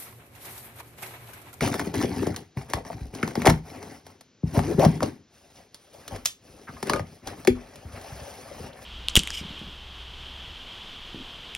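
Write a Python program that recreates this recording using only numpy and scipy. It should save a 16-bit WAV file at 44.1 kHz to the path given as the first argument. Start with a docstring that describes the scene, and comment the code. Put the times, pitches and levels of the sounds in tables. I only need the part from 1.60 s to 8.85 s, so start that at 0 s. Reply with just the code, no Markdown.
"""On a desk in a small room, a knife slits the tape of a cardboard box, heard by a close stereo microphone.
The first flap is pulled free and scrapes open over packing paper; the knife is folded and put down.
Then the second flap pops loose and swings back on its crease. Rubbing is made of many tiny slips, a hard
object's ring of fading sine waves. Snaps and thumps bend the board: their treble arrives first, so
each falls in pitch."""
import sys
import numpy as np
from scipy import signal
from scipy.fft import rfft, irfft, next_fast_len
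from scipy.io import wavfile
from scipy.ndimage import uniform_filter1d, map_coordinates

SR = 44100
rng = np.random.default_rng(int(sys.argv[2]) if len(sys.argv) > 2 else 0)


def dump(signal):
    """Clip the signal to [-1, 1] and save it as 16-bit WAV at the path in sys.argv[1]."""
    limited = np.clip(np.atleast_2d(signal).T, -1, 1)
    pcm = np.round(limited * 32767).astype(np.int16)
    wavfile.write(sys.argv[1], SR, pcm)


N = 319749  # length of the scene in samples
T = np.arange(2 ** 13) / SR  # time axis of one blow, in seconds
HZ = np.fft.rfftfreq(len(T), 1 / SR)  # its frequencies
LEAD = .004  # seconds of soft noise rise placed before each sharp contact


def amp(db):
    """Turn decibels into a gain."""
    return 10 ** (np.asarray(db) / 20)


def unit(x):
    """Scale to an rms of 1."""
    return x / np.sqrt(np.mean(x ** 2) + 1e-20)


def crest(x):
    """Scale to a peak of 1."""
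    return x / (np.abs(x).max() + 1e-20)


def along(points, hz):
    """Read a curve of (Hz, value) points on a log frequency axis."""
    f, v = np.transpose(points)
    return np.interp(np.log(hz + 1), np.log(f + 1), v)


def filtered(x, response):
    """Filter x by a gain, or complex response, that depends on frequency."""
    n = x.shape[-1]
    m = 2 * next_fast_len((n + SR // 10) // 2)
    spectrum = rfft(x, m) * response(np.fft.rfftfreq(m, 1 / SR))
    return irfft(spectrum, m)[..., :n]


def causal(gain):
    """Give a gain the phase that puts its energy as early as possible (minimum phase)."""
    cepstrum = irfft(np.log(np.maximum(gain, 1e-6)))
    half = len(cepstrum) // 2
    return np.exp(rfft(np.r_[cepstrum[0], 2 * cepstrum[1:half], np.zeros(half)]))


def hump(hz, centre_hz, octaves):
    """A broad resonance, symmetric on a log axis."""
    return 1 / (1 + (np.log2((hz + 1) / centre_hz) / octaves) ** 2) ** 2


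def under(hz, edge_hz, order=8):
    """A steep low-pass gain."""
    return 1 / (1 + (hz / edge_hz) ** order)


def add(track, s, sound):
    """Mix a sound into the track at time s."""
    start = max(round(s * SR), 0)
    part = sound[:max(N - start, 0)]
    track[start:start + len(part)] += part


# How strained board colours the sound. Each row: frequency in Hz, level in dB per Hz.
STRAINED_BOARD = [(24, -52), (45, -15), (90, 0), (204, -4), (250, 4), (371, -3), (415, -2.5), (592, -10),
                  (741, -4), (1270, -17), (2150, -15), (2550, -21), (3500, -25.5), (5000, -75.5)]
# Pushes of the knife along the tape.
# Each row: start in seconds, length in seconds, level of the panel's rumble in dB, of the rasp in dB.
KNIFE_PUSHES = [(0.022, 0.038, -27, -30), (0.115, 0.02, -32.5, -34), (0.18, 0.096, -33.5, -40.5),
                (0.343, 0.1, -26, -36), (0.48, 0.15, -34, -42), (0.57, 0.11, -29, -41.5),
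                (0.725, 0.056, -43.5, -47.5)]


def knife_cut():
    """The blade cuts the tape in abrupt strokes, with a gritty run of slips."""
    rows = strokes(KNIFE_PUSHES, attack_s=0.017, release_db_per_s=226.0, hiss_db=-46.5, hiss_grows=1.13)
    grit = slips(rate=600, spread_db=4.5, smooth=.25, clump_db=2, patchy_db=3.5)
    return friction(rows, STRAINED_BOARD, grit)


# Pulls on the first flap while shreds of tape still hold it.
# Each row: start in seconds, length in seconds, level of the panel's rumble in dB, of the rasp in dB.
FLAP_PULLS = [(0.972, 0.049, -45, -46), (1.09, 0.035, -44, -44.5), (1.145, 0.023, -38.5, -42.5),
              (1.26, 0.06, -39, -44), (1.36, 0.11, -46.5, -52), (1.54, 0.095, -41.5, -43.5),
              (1.635, 0.082, -37.5, -41.5), (1.765, 0.15, -35.5, -38.5), (1.868, 0.02, -25, -27)]


def flap_pull():
    """The tape crinkles in abrupt strokes as the flap tugs at it."""
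    rows = strokes(FLAP_PULLS, attack_s=.016, release_db_per_s=229.5, hiss_db=-48.5, hiss_grows=0.78)
    crinkle = slips(rate=350, spread_db=5, smooth=.6, clump_db=2, patchy_db=3)
    return friction(rows, STRAINED_BOARD, crinkle)


# The freed flap dragging over the packing paper.
# Each row: start in seconds, length in seconds, level of the panel's rumble in dB, of the rasp in dB.
PAPER_DRAGS = [(2.06, 0.29, -46.5, -47.5), (2.465, .04, -51.5, -54), (2.875, 0.05, -47, -48),
               (2.95, 0.032, -29.5, -34), (3.03, 0.1, -32, -39), (3.2, 0.045, -23.5, -31),
               (3.31, 0.049, -33, -44), (3.425, 0.029, -27, -39)]


def flap_drag():
    """The flap swishes over paper in strokes that swell smoothly."""
    rows = strokes(PAPER_DRAGS, attack_s=.035, release_db_per_s=211.5, hiss_db=-47.0, hiss_grows=0.97)
    swish = slips(rate=800, spread_db=4, smooth=.8, clump_db=1, patchy_db=3)
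    return friction(rows, STRAINED_BOARD, swish)


# How light sliding colours the sound. Each row: frequency in Hz, level in dB per Hz.
LIGHT_SLIDING = [(24, -35), (40, -2.5), (74, 0.5), (200, -5), (246, 2), (285, -4), (700, -0.5), (981, -9.5),
                 (1250, -9.5), (1370, -12), (1690, -11.5), (3500, -17), (5000, -60)]
# The second flap bending on its crease.
# Each row: time in seconds, levels there of the panel's rumble, the rasp and the hiss, all in dB.
CREASE_LEVELS = [(5.95, -55, -49, -60.5), (6.281, -51.5, -54.5, -60), (6.356, -48, -46, -52.5),
                 (6.7, -54, -46, -50.5), (6.879, -50.5, -49.5, -53.5), (7.074, -43.5, -45, -51),
                 (7.119, -52.5, -51.5, -65.5), (7.249, -53, -49, -51)]


def crease_bend():
    """The crease rustles as it bends, its levels gliding from row to row."""
    rustle = slips(rate=350, spread_db=5, smooth=1.5, clump_db=1, patchy_db=2.5)
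    return friction(CREASE_LEVELS, LIGHT_SLIDING, rustle)


# Hands and knife sliding over desk and box.
# Each row: start in seconds, length in seconds, level of the panel's rumble in dB, of the rasp in dB.
HAND_SLIDES = [(3.74, 0.2, -66, -64), (3.96, 0.03, -56.5, -55.5), (4.15, 0.17, -76, -64),
               (4.34, 0.14, -57, -55.5), (4.52, 0.042, -45, -45), (4.85, 0.2, -51.5, -58.5),
               (5.09, .13, -51.5, -54), (5.27, 0.09, -35.5, -40), (5.47, 0.081, -52.5, -57),
               (5.675, 0.021, -36.5, -40.5), (5.77, 0.047, -49, -50.5)]


def hands_slide():
    """Skin and knife rub in soft strokes made of many fine slips."""
    rows = strokes(HAND_SLIDES, attack_s=.05, release_db_per_s=171.5, hiss_db=-49.0, hiss_grows=0.63)
    skin = slips(rate=900, spread_db=3.5, smooth=.8, clump_db=1, patchy_db=3)
    return friction(rows, LIGHT_SLIDING, skin)


def rubbing():
    """All rubbing together; the small panels radiate no deep bass."""
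    flap = flap_pull() + flap_drag()
    mix = amp(1.0) * knife_cut() + amp(-1.0) * flap + hands_slide() + amp(-0.5) * crease_bend()
    return filtered(mix, lambda hz: 1 - under(hz, 28, order=4))


def strokes(rows, attack_s, release_db_per_s, hiss_db, hiss_grows):
    """Each stroke rises by 20 dB in attack_s, holds and dies away; its hiss level follows the rasp.
    Gives rows of time in seconds and rumble, rasp and hiss in dB; hiss_db belongs to a rasp of -40 dB."""
    start, length, rumble, rasp = np.transpose(rows)[:, :, None]
    t = np.arange(0, N / SR, .002)
    rise = -20 * np.maximum(start - t, 0) / attack_s
    fall = -release_db_per_s * np.maximum(t - start - length, 0)
    hiss = hiss_db + hiss_grows * (rasp + 40)
    # where strokes overlap, the strongest one counts
    levels = [np.max(db + rise + fall, axis=0) for db in (rumble, rasp, hiss)]
    heard = np.flatnonzero(levels[1] > -90)
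    return np.column_stack([t, *levels])[heard[0]:heard[-1]]


def fibres(rate, spread_db, count=6):
    """Thick and thin fibres break independently, each in its own octave; rate per second and octave."""
    sizes = amp(spread_db * np.clip(rng.standard_normal(N), -2, 2)) * rng.choice([-1, 1], N)
    breaks = sizes * (rng.random((count, N)) < rate / SR)

    def octave_gain(hz):
        place = np.clip(np.log2((hz + 1) / 350), 0, count - 1)
        distance = place - np.arange(count)[:, None]
        return np.sqrt(np.maximum(1 - abs(distance), 0))

    return unit(filtered(breaks, octave_gain).sum(axis=0))


def slips(rate, spread_db, smooth, clump_db, patchy_db, clump_rate=90):
    """Tiny stick-slip releases of uneven size over smooth sliding; they come in clumps as the grip varies."""
    force = fibres(rate, spread_db) + smooth * rng.standard_normal(N)
    # grip wanders through clump_rate random values per second
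    grip = map_coordinates(rng.standard_normal(2 ** 12), [np.arange(N) * clump_rate / SR], order=1)
    z = signal.stft(force * amp(clump_db * np.clip(grip, -2, 2)), nperseg=512)[2]
    # the contact point moves, so the resonances that it excites keep shifting
    field = uniform_filter1d(rng.standard_normal(z.shape), size=4, axis=0)
    field = uniform_filter1d(field, size=4, axis=1)
    return signal.istft(z * amp(patchy_db * np.clip(unit(field), -2, 2)), nperseg=512)[1][:N]


# How paper fibres colour the hiss. Each row: frequency in Hz, level in dB per Hz.
FIBRE_HISS = [(1500, -13.5), (3200, -6), (5600, 0), (7000, -6), (10000, -4), (13000, -12.5), (16000, -5)]


def friction(rows, tone, force):
    """Slips shake the panel, rasp on the board's surface and hiss in its fibres."""
    s, *levels = np.transpose(rows)
    t = np.arange(max(s[0] - .005, 0), min(s[-1] + .005, (N - 1) / SR), 1 / SR)
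    gate = np.clip(np.minimum(t - s[0], s[-1] - t) / .01 + .5, 0, 1)  # soft start and end
    force = force[:len(t)]
    rumble = filtered(force, lambda hz: causal(amp(along(tone, hz)) * under(hz, 390)))
    rasp = filtered(force, lambda hz: amp(along(tone, hz)) * (1 - under(hz, 384)) * under(hz, 2890))
    hiss = filtered(force, lambda hz: amp(along(FIBRE_HISS, hz)) * (1 - under(hz, 1900)))
    bands = [unit(rumble), unit(rasp), amp(2.5) * unit(hiss)]
    out = np.zeros(N)
    add(out, t[0], gate * sum(amp(np.interp(t, s, db)) * band for db, band in zip(levels, bands)))
    return out


# Tape and fibres letting go, and hard taps, before small trims.
# Each row: time in seconds, crack level in dB, board clack in dB relative to it, clack centre in Hz.
RELEASES = [(0.0084, -21.5, 6, 1310), (0.0325, -25, 3.5, 1190), (0.0756, -21, 1.5, 920),
            (0.1412, -23, 6.5, 1190), (0.1951, -17.5, 2, 975), (0.3415, -22, -1, 800),
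            (0.414, -24.5, -1, 900), (0.5621, -33.5, -9, 800), (0.6293, -32.5, 7.5, 800),
            (0.669, -27.5, -13, 710), (0.7442, -36, 5, 1210), (0.7626, -21, -9, 1770),
            (0.972, -38.5, 10.5, 1090), (1.0999, -30, -3.5, 680), (1.1351, -18, 8, 880),
            (1.2506, -36.5, 3.5, 894), (1.3296, -39, 7, 1000), (1.55, -29, -7.5, 700),
            (1.629, -22, 6.5, 1460), (1.6772, -26, 1, 700), (1.7544, -21.5, 0.5, 699),
            (1.819, -25.5, 5.5, 1510), (1.8552, -14.5, 0.5, 1466), (1.8605, -14, 3, 1248),
            (1.8701, -9, 5.5, 896), (1.8758, -20, 14.5, 1810), (1.8923, -22, 4.5, 798),
            (1.898, -12, -1.5, 1098), (1.902, -19.5, 7, 902), (2.228, -33.5, 1.5, 725),
            (2.4665, -37.5, 1, 630), (2.6098, -34, -8.5, 714), (2.9913, -25, 11.5, 800),
            (3.196, -24, -3, 910), (3.25, -15, -3.5, 690), (3.405, -33, 13, 805), (3.4291, -19, 3, 680),
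            (3.46, -29.5, -5, 700), (4.1451, -29.5, -39.5, 665), (4.4794, -25, -6.5, 1020),
            (4.561, -30.5, -3.5, 680), (5.2281, -22, 2, 620), (5.2713, -27.5, -4, 1170),
            (5.297, -14, 4, 1030), (5.3346, -18.5, 7.5, 1080), (5.361, -30, 5, 900), (5.3946, -31, 10, 700),
            (5.673, -23, -7, 700), (5.8495, -26.5, -1.5, 710), (5.8734, -9.5, 0, 2200),
            (6.1577, -35, -24, 603), (6.4138, -33, -18, 700)]
# Colour of the crack. Each row: frequency in Hz, level in dB.
CRACK_TONE = [(1000, 2.5), (2500, -2), (3300, 3.5), (5500, 6), (7500, 2.5), (10000, 0.5), (13000, -5.5),
              (16000, -4)]


def snaps():
    """Each release ticks and cracks at the surface and clacks in the board."""
    out = np.zeros(N)
    surface = amp(along(CRACK_TONE, HZ))
    for s, db, clack_db, clack_hz in RELEASES:
        tick = burst(surface, t60=0.007, scatter=0.36, travel=0.0008, lead_t60=0.00086)
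        crack = burst(surface, t60=0.037, scatter=0.27, travel=0.00131)
        board = hump(HZ, clack_hz, octaves=1.26) * liner(HZ) * under(HZ, 2900)
        clack = burst(board, t60=0.017, scatter=0.19, travel=0.00556)
        add(out, s - LEAD, amp(db) * tick + amp(db - 0.7) * crack + amp(db + clack_db - 0.5) * clack)
    return out


def burst(gain, t60, scatter, travel, lead_t60=0.0044):
    """A soft noise rise, then one sharp contact LEAD s in, then quickly fading noise; peak 1."""
    fade = np.where(T < LEAD, (LEAD - T) / lead_t60, (T - LEAD) / t60)
    force = scatter * rng.standard_normal(len(T)) * amp(-60 * fade)
    force[round(LEAD * SR)] += 1
    return crest(irfft(rfft(force) * causal(gain) * bend(travel)))


def bend(travel, knee_hz=230):
    """Bending waves: the lower the frequency, the later it arrives, by up to travel seconds."""
    delay = travel / (1 + HZ / knee_hz)
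    return np.exp(-2j * np.pi * np.cumsum(delay) * HZ[1])


def liner(hz):
    """The board's stiff outer sheet favours the upper mids."""
    return 1 + amp(-3.5) * hump(hz, 1800, octaves=0.067) + amp(-1) * hump(hz, 2250, octaves=0.16)


# Panels flexing or being bumped, before a common trim.
# Each row: time in seconds, level in dB, centre in Hz.
PANEL_BUMPS = [(0.045, -22, 94), (0.267, -17.5, 269), (.442, -11.5, 347), (.668, -11, 370),
               (0.964, -20.5, 130), (1.135, -21.5, 99), (1.338, -28.5, 109), (1.406, -25.5, 75),
               (1.532, -28.5, 297), (1.628, -12.5, 279), (1.772, -11.5, 258), (1.846, -13, 610),
               (1.861, -5, 498), (1.873, -4, 289.5), (1.874, -6, 119.2), (1.908, -14, 189),
               (2.831, -12, 152), (2.968, -7, 150), (3.14, -17.5, 174.5), (3.179, -12.5, 168),
               (3.256, -2, 173), (4.515, -27, 72), (5.087, -32.5, 203), (5.228, -24.5, 290),
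               (5.297, -23.5, 332), (5.334, -29, 262), (5.396, -23.5, 129), (5.892, -19.5, 71.5),
               (6.245, -31.5, 90), (6.326, -33.5, 91), (6.514, -30.5, 97), (6.608, -34, 100),
               (7.0, -34, 130)]
RECOIL_DB, RECOIL_HZ = -12, 300  # added to a snap's clack level before trims; centre of its thump


def thumps():
    """Bumps, and a recoil from every snap, send falling chirps across a box too small for deep bass."""
    out = np.zeros(N)
    recoils = [(s, db + clack_db + RECOIL_DB, RECOIL_HZ) for s, db, clack_db, _ in RELEASES]
    for s, db, centre_hz in PANEL_BUMPS + recoils:
        push = (HZ / centre_hz) ** 1.81 * under(HZ, 1.01 * centre_hz, order=5)
        push = push * (1 - under(HZ, 36, order=4))
        echoes = edges(back_db=-12.0, longest=0.05, damping_db_per_khz=18.5)
        wave = irfft(causal(push) * bend(travel=0.013) * echoes)
        add(out, s, amp(db - 3.0) * crest(wave))
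    return out


def edges(back_db, longest, damping_db_per_khz, count=5):
    """The wave comes back from the panel's edges, weaker and duller after each longer trip (in s)."""
    trips = (np.arange(count) + .5 + rng.random(count)) / count  # as parts of the longest
    sizes = rng.choice([-1, 1], count) * amp(back_db * (0.5 + trips))
    dulling = amp(-damping_db_per_khz * np.outer(trips, HZ / 1000))
    delays = np.exp(-2j * np.pi * np.outer(trips * longest, HZ))
    return 1 + sizes @ (dulling * delays)


# The hollow box's low modes. Each row: frequency in Hz, level in dB.
BOX_MODES = [(72, -7.5), (168, 2.5), (245, 1), (348, -14), (484, 3.5), (727, -19)]


def box_ring(x, t60=0.19):
    """The hollow box rings on briefly in its low modes."""
    fade = amp(-60 * T / t60)
    ring = fade * sum(amp(db) * np.sin(2 * np.pi * hz * T) for hz, db in BOX_MODES)
    return signal.fftconvolve(x, ring / np.abs(rfft(ring)).max())[:N]


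# Short scrapes and dull knocks of flap, hand and knife.
# Each row: start in seconds, end in seconds, level in dB, first ring in Hz, last ring in Hz.
SCRAPES_AND_KNOCKS = [(1.17, 1.188, -34, 560, 693), (1.206, 1.213, -38.5, 599, 449),
                      (1.302, 1.304, -29, 760, 690), (1.86, 1.897, -21, 862, 644),
                      (2.128, 2.16, -46, 622, 765), (2.945, 2.986, -31, 692, 660),
                      (3.077, 3.128, -26, 327, 429.5), (3.179, 3.214, -19.5, 311, 602),
                      (3.208, 3.265, -20, 690, 690), (3.424, 3.435, -22, 620, 590),
                      (4.508, 4.57, -41, 738.5, 623), (5.072, 5.104, -43, 1603, 1304),
                      (5.301, 5.39, -32.5, 549.3, 457), (6.351, 6.375, -51, 2180, 2200),
                      (6.43, 6.477, -49.5, 700, 700), (6.914, 6.921, -38, 587, 590),
                      (6.999, 7.004, -37.5, 560, 400), (7.129, 7.137, -52, 3430, 3680)]
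SLIPS_PER_CYCLE = .47  # the higher the rings, the more often it slips


def scrapes(jitter=.2, size_db=2, detune=.12, cycles=6):
    """Uneven catching and slipping; each slip rings what is touched, its pitch gliding from first to last."""
    out = np.zeros(N)
    t = T[:2 ** 10]
    for start, end, db, start_hz, end_hz in SCRAPES_AND_KNOCKS:
        rate = SLIPS_PER_CYCLE * (start_hz + end_hz) / 2
        length = np.clip(end - start, .005, .12)
        chance = rng.standard_normal((2 ** 7, 3))
        gaps = np.exp(jitter * chance[:, 0]) / rate
        times = np.cumsum(gaps) - gaps[0]
        times, chance = times[times < length], chance[times < length]
        hz = np.interp(times, [0, length], [start_hz, end_hz]) * np.exp(detune * chance[:, 2])
        turns = np.outer(hz, t)  # cycles completed by each ring
        fade = amp(size_db * chance[:, 1:2] - 60 * turns / cycles)
        rings = fade * (1 - np.exp(-turns)) * np.sin(2 * np.pi * turns)
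        # pressure swells and eases
        rings *= np.sin(np.pi * (times[:, None] + gaps[0]) / (length + 2 * gaps[0])) ** .5
        places = (times[:, None] * SR).astype(int) + np.arange(len(t))
        wave = np.bincount(places.ravel(), rings.ravel())
        add(out, start, amp(db) * wave / np.sqrt(np.sum(wave ** 2) / (length * SR)))
    return out


POP_S, POP_DB = 5.8722, -11  # when the second flap springs free, in seconds, and its level
# The flap's modes. Each row: frequency in Hz, level in dB, time to fade by 60 dB in seconds.
FLAP_MODES = [(247.3, -3.5, 0.27), (369, 10, .056), (482, -5.5, .1), (768, -2.5, .022)]


def flap_pop():
    """The released flap booms in its low modes; its crack is among the RELEASES."""
    out = np.zeros(N)
    boom = irfft(rfft(ringing(FLAP_MODES, vary_db=1.0)) * bend(travel=0.015))
    add(out, POP_S, amp(POP_DB) * boom)
    return out


def ringing(modes, vary_db):
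    """A struck object's modes build up in a cycle or two; each blow shares its energy a little differently."""
    out = np.zeros(len(T))
    for hz, db, t60 in modes:
        fade = amp(db + vary_db * rng.standard_normal() - 60 * T / t60)
        out += fade * (1 - np.exp(-hz * T)) * np.sin(2 * np.pi * hz * T)
    return out


# The blade folding shut. Each row: time in seconds, peak of the scatter in dB.
LOCK_CLICKS = [(4.6512, -26.5), (4.6572, -4.5), (4.66, -9), (4.673, -18.5)]
# Colour of the scatter. Each row: frequency in Hz, level in dB.
LOCK_COLOUR = [(300, -14), (650, -7.5), (2400, -5.5), (3400, 0), (4600, 0.5), (5700, 7.5), (10000, -3.5),
               (16000, -5.5)]
# The blade's modes. Each row: frequency in Hz, level in dB, time to fade by 60 dB in seconds.
BLADE_MODES = [(1840, -9, .1), (3120, -4, .085), (4048, -11, .12), (5157, -5, .07), (5825, 0, .09)]


def knife_lock(ring_db=-35.0):
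    """The blade snaps into its handle: a short bright scatter, and a ring that the hand damps."""
    out = np.zeros(N)
    for s, db in LOCK_CLICKS:
        click = burst(amp(along(LOCK_COLOUR, HZ)), t60=0.017, scatter=0.38, travel=0.0022)
        add(out, s - LEAD, amp(db) * click)
        add(out, s, amp(db + ring_db) * ringing(BLADE_MODES, vary_db=4.0))
    return out


# The folded knife touching down and rocking on the desk. Each row: time in seconds, level in dB.
DESK_CONTACTS = [(5.075, -37), (5.086, -30.5), (5.167, -41.5), (5.297, -25.5), (5.3341, -22), (5.36, -35)]
# The handle's modes. Each row: frequency in Hz, level in dB, time to fade by 60 dB in seconds.
HANDLE_MODES = [(1070, -2.5, 0.056), (1226, -3, 0.14), (1414, -7.5, .04), (1695, -7.5, .06),
                (2120, -7, 0.034)]


def knife_down():
    """Each contact with the desk rings the knife's handle."""
    out = np.zeros(N)
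    for s, db in DESK_CONTACTS:
        add(out, s, amp(db) * ringing(HANDLE_MODES, vary_db=5.0))
    return out


# How long the room rings. Each row: frequency in Hz, time to fade by 60 dB in seconds.
ROOM_FADE = [(100, 0.44), (500, 0.15), (3000, 0.19), (12000, 0.19)]
# How far the room's sound spreads sideways. Each row: frequency in Hz, level of the side signal in dB.
ROOM_WIDTH = [(150, -25.5), (600, 3.5), (2200, -2.5), (3200, 9), (5500, -15.5), (16000, -45.5)]


def room(x):
    """A small room's tail of fading noise, almost alike on both sides in the bass."""
    hz, t, z = signal.stft(rng.standard_normal((2, SR // 2)), SR, nperseg=256)
    fade = amp(-60 * t / along(ROOM_FADE, hz)[:, None])
    tails = signal.istft(z * fade, SR, nperseg=256)[1]
    tails = np.pad(tails / np.linalg.norm(tails[0]), ((0, 0), (SR // 250, 0)))  # starts 4 ms late
    mid, side = signal.fftconvolve(x[None], tails, axes=1)[:, :N]
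    side = filtered(side, lambda f: amp(along(ROOM_WIDTH, f)))
    return np.array([mid + side, mid - side])


# Colour of the quiet background. Each row: frequency in Hz, level in dB.
AIR_TONE = [(18, -41), (30, -13.5), (124, 3.5), (427, 0.5), (700, -11), (6500, -12), (9500, -50)]


def quiet_air():
    """The room's quiet air is steady coloured noise."""
    return unit(filtered(rng.standard_normal(N), lambda hz: amp(along(AIR_TONE, hz))))


def scene():
    """All handling sounds in the room, over its quiet air."""
    blows = thumps()
    box = blows + amp(2) * box_ring(blows)
    board = box + scrapes() + snaps() + rubbing() + flap_pop() + knife_down()
    lock = knife_lock()
    echo = amp(-12.0) * room(board) + amp(-9.5) * room(lock)
    return board + lock + echo + amp(-62.5) * quiet_air()


# Balance of the microphone pair. Each row: frequency in Hz, left minus right in dB.
LEFT_BALANCE = [(50, 0.5), (150, 1.5), (330, 5), (700, 4), (1400, 0.5), (16000, -0.5)]
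# Timing of the pair. Each row: frequency in Hz, phase by which left leads in radians.
LEFT_LEAD = [(2400, 0), (3300, 1.2), (5000, .2), (7700, 3.1), (10000, 5.6), (14300, 9.4), (16000, 10.3)]
TOP_HZ = 15900  # band limit


def record(dry):
    """The left side is stronger in the low mids and leads in the treble; nothing passes the band limit."""
    sides = np.array([[.5], [-.5]])  # each side takes half of the difference

    def pickup(hz):
        lead = np.interp(hz, *np.transpose(LEFT_LEAD))
        return amp(sides * along(LEFT_BALANCE, hz)) * np.exp(1j * sides * lead)

    pair = filtered(dry, pickup)
    pair = pair / (1 + (pair / .93) ** 8) ** (1 / 8)  # the loudest peaks are rounded off
    return filtered(pair, lambda hz: hz < TOP_HZ)


dry = scene()
out = record(dry)
dump(out)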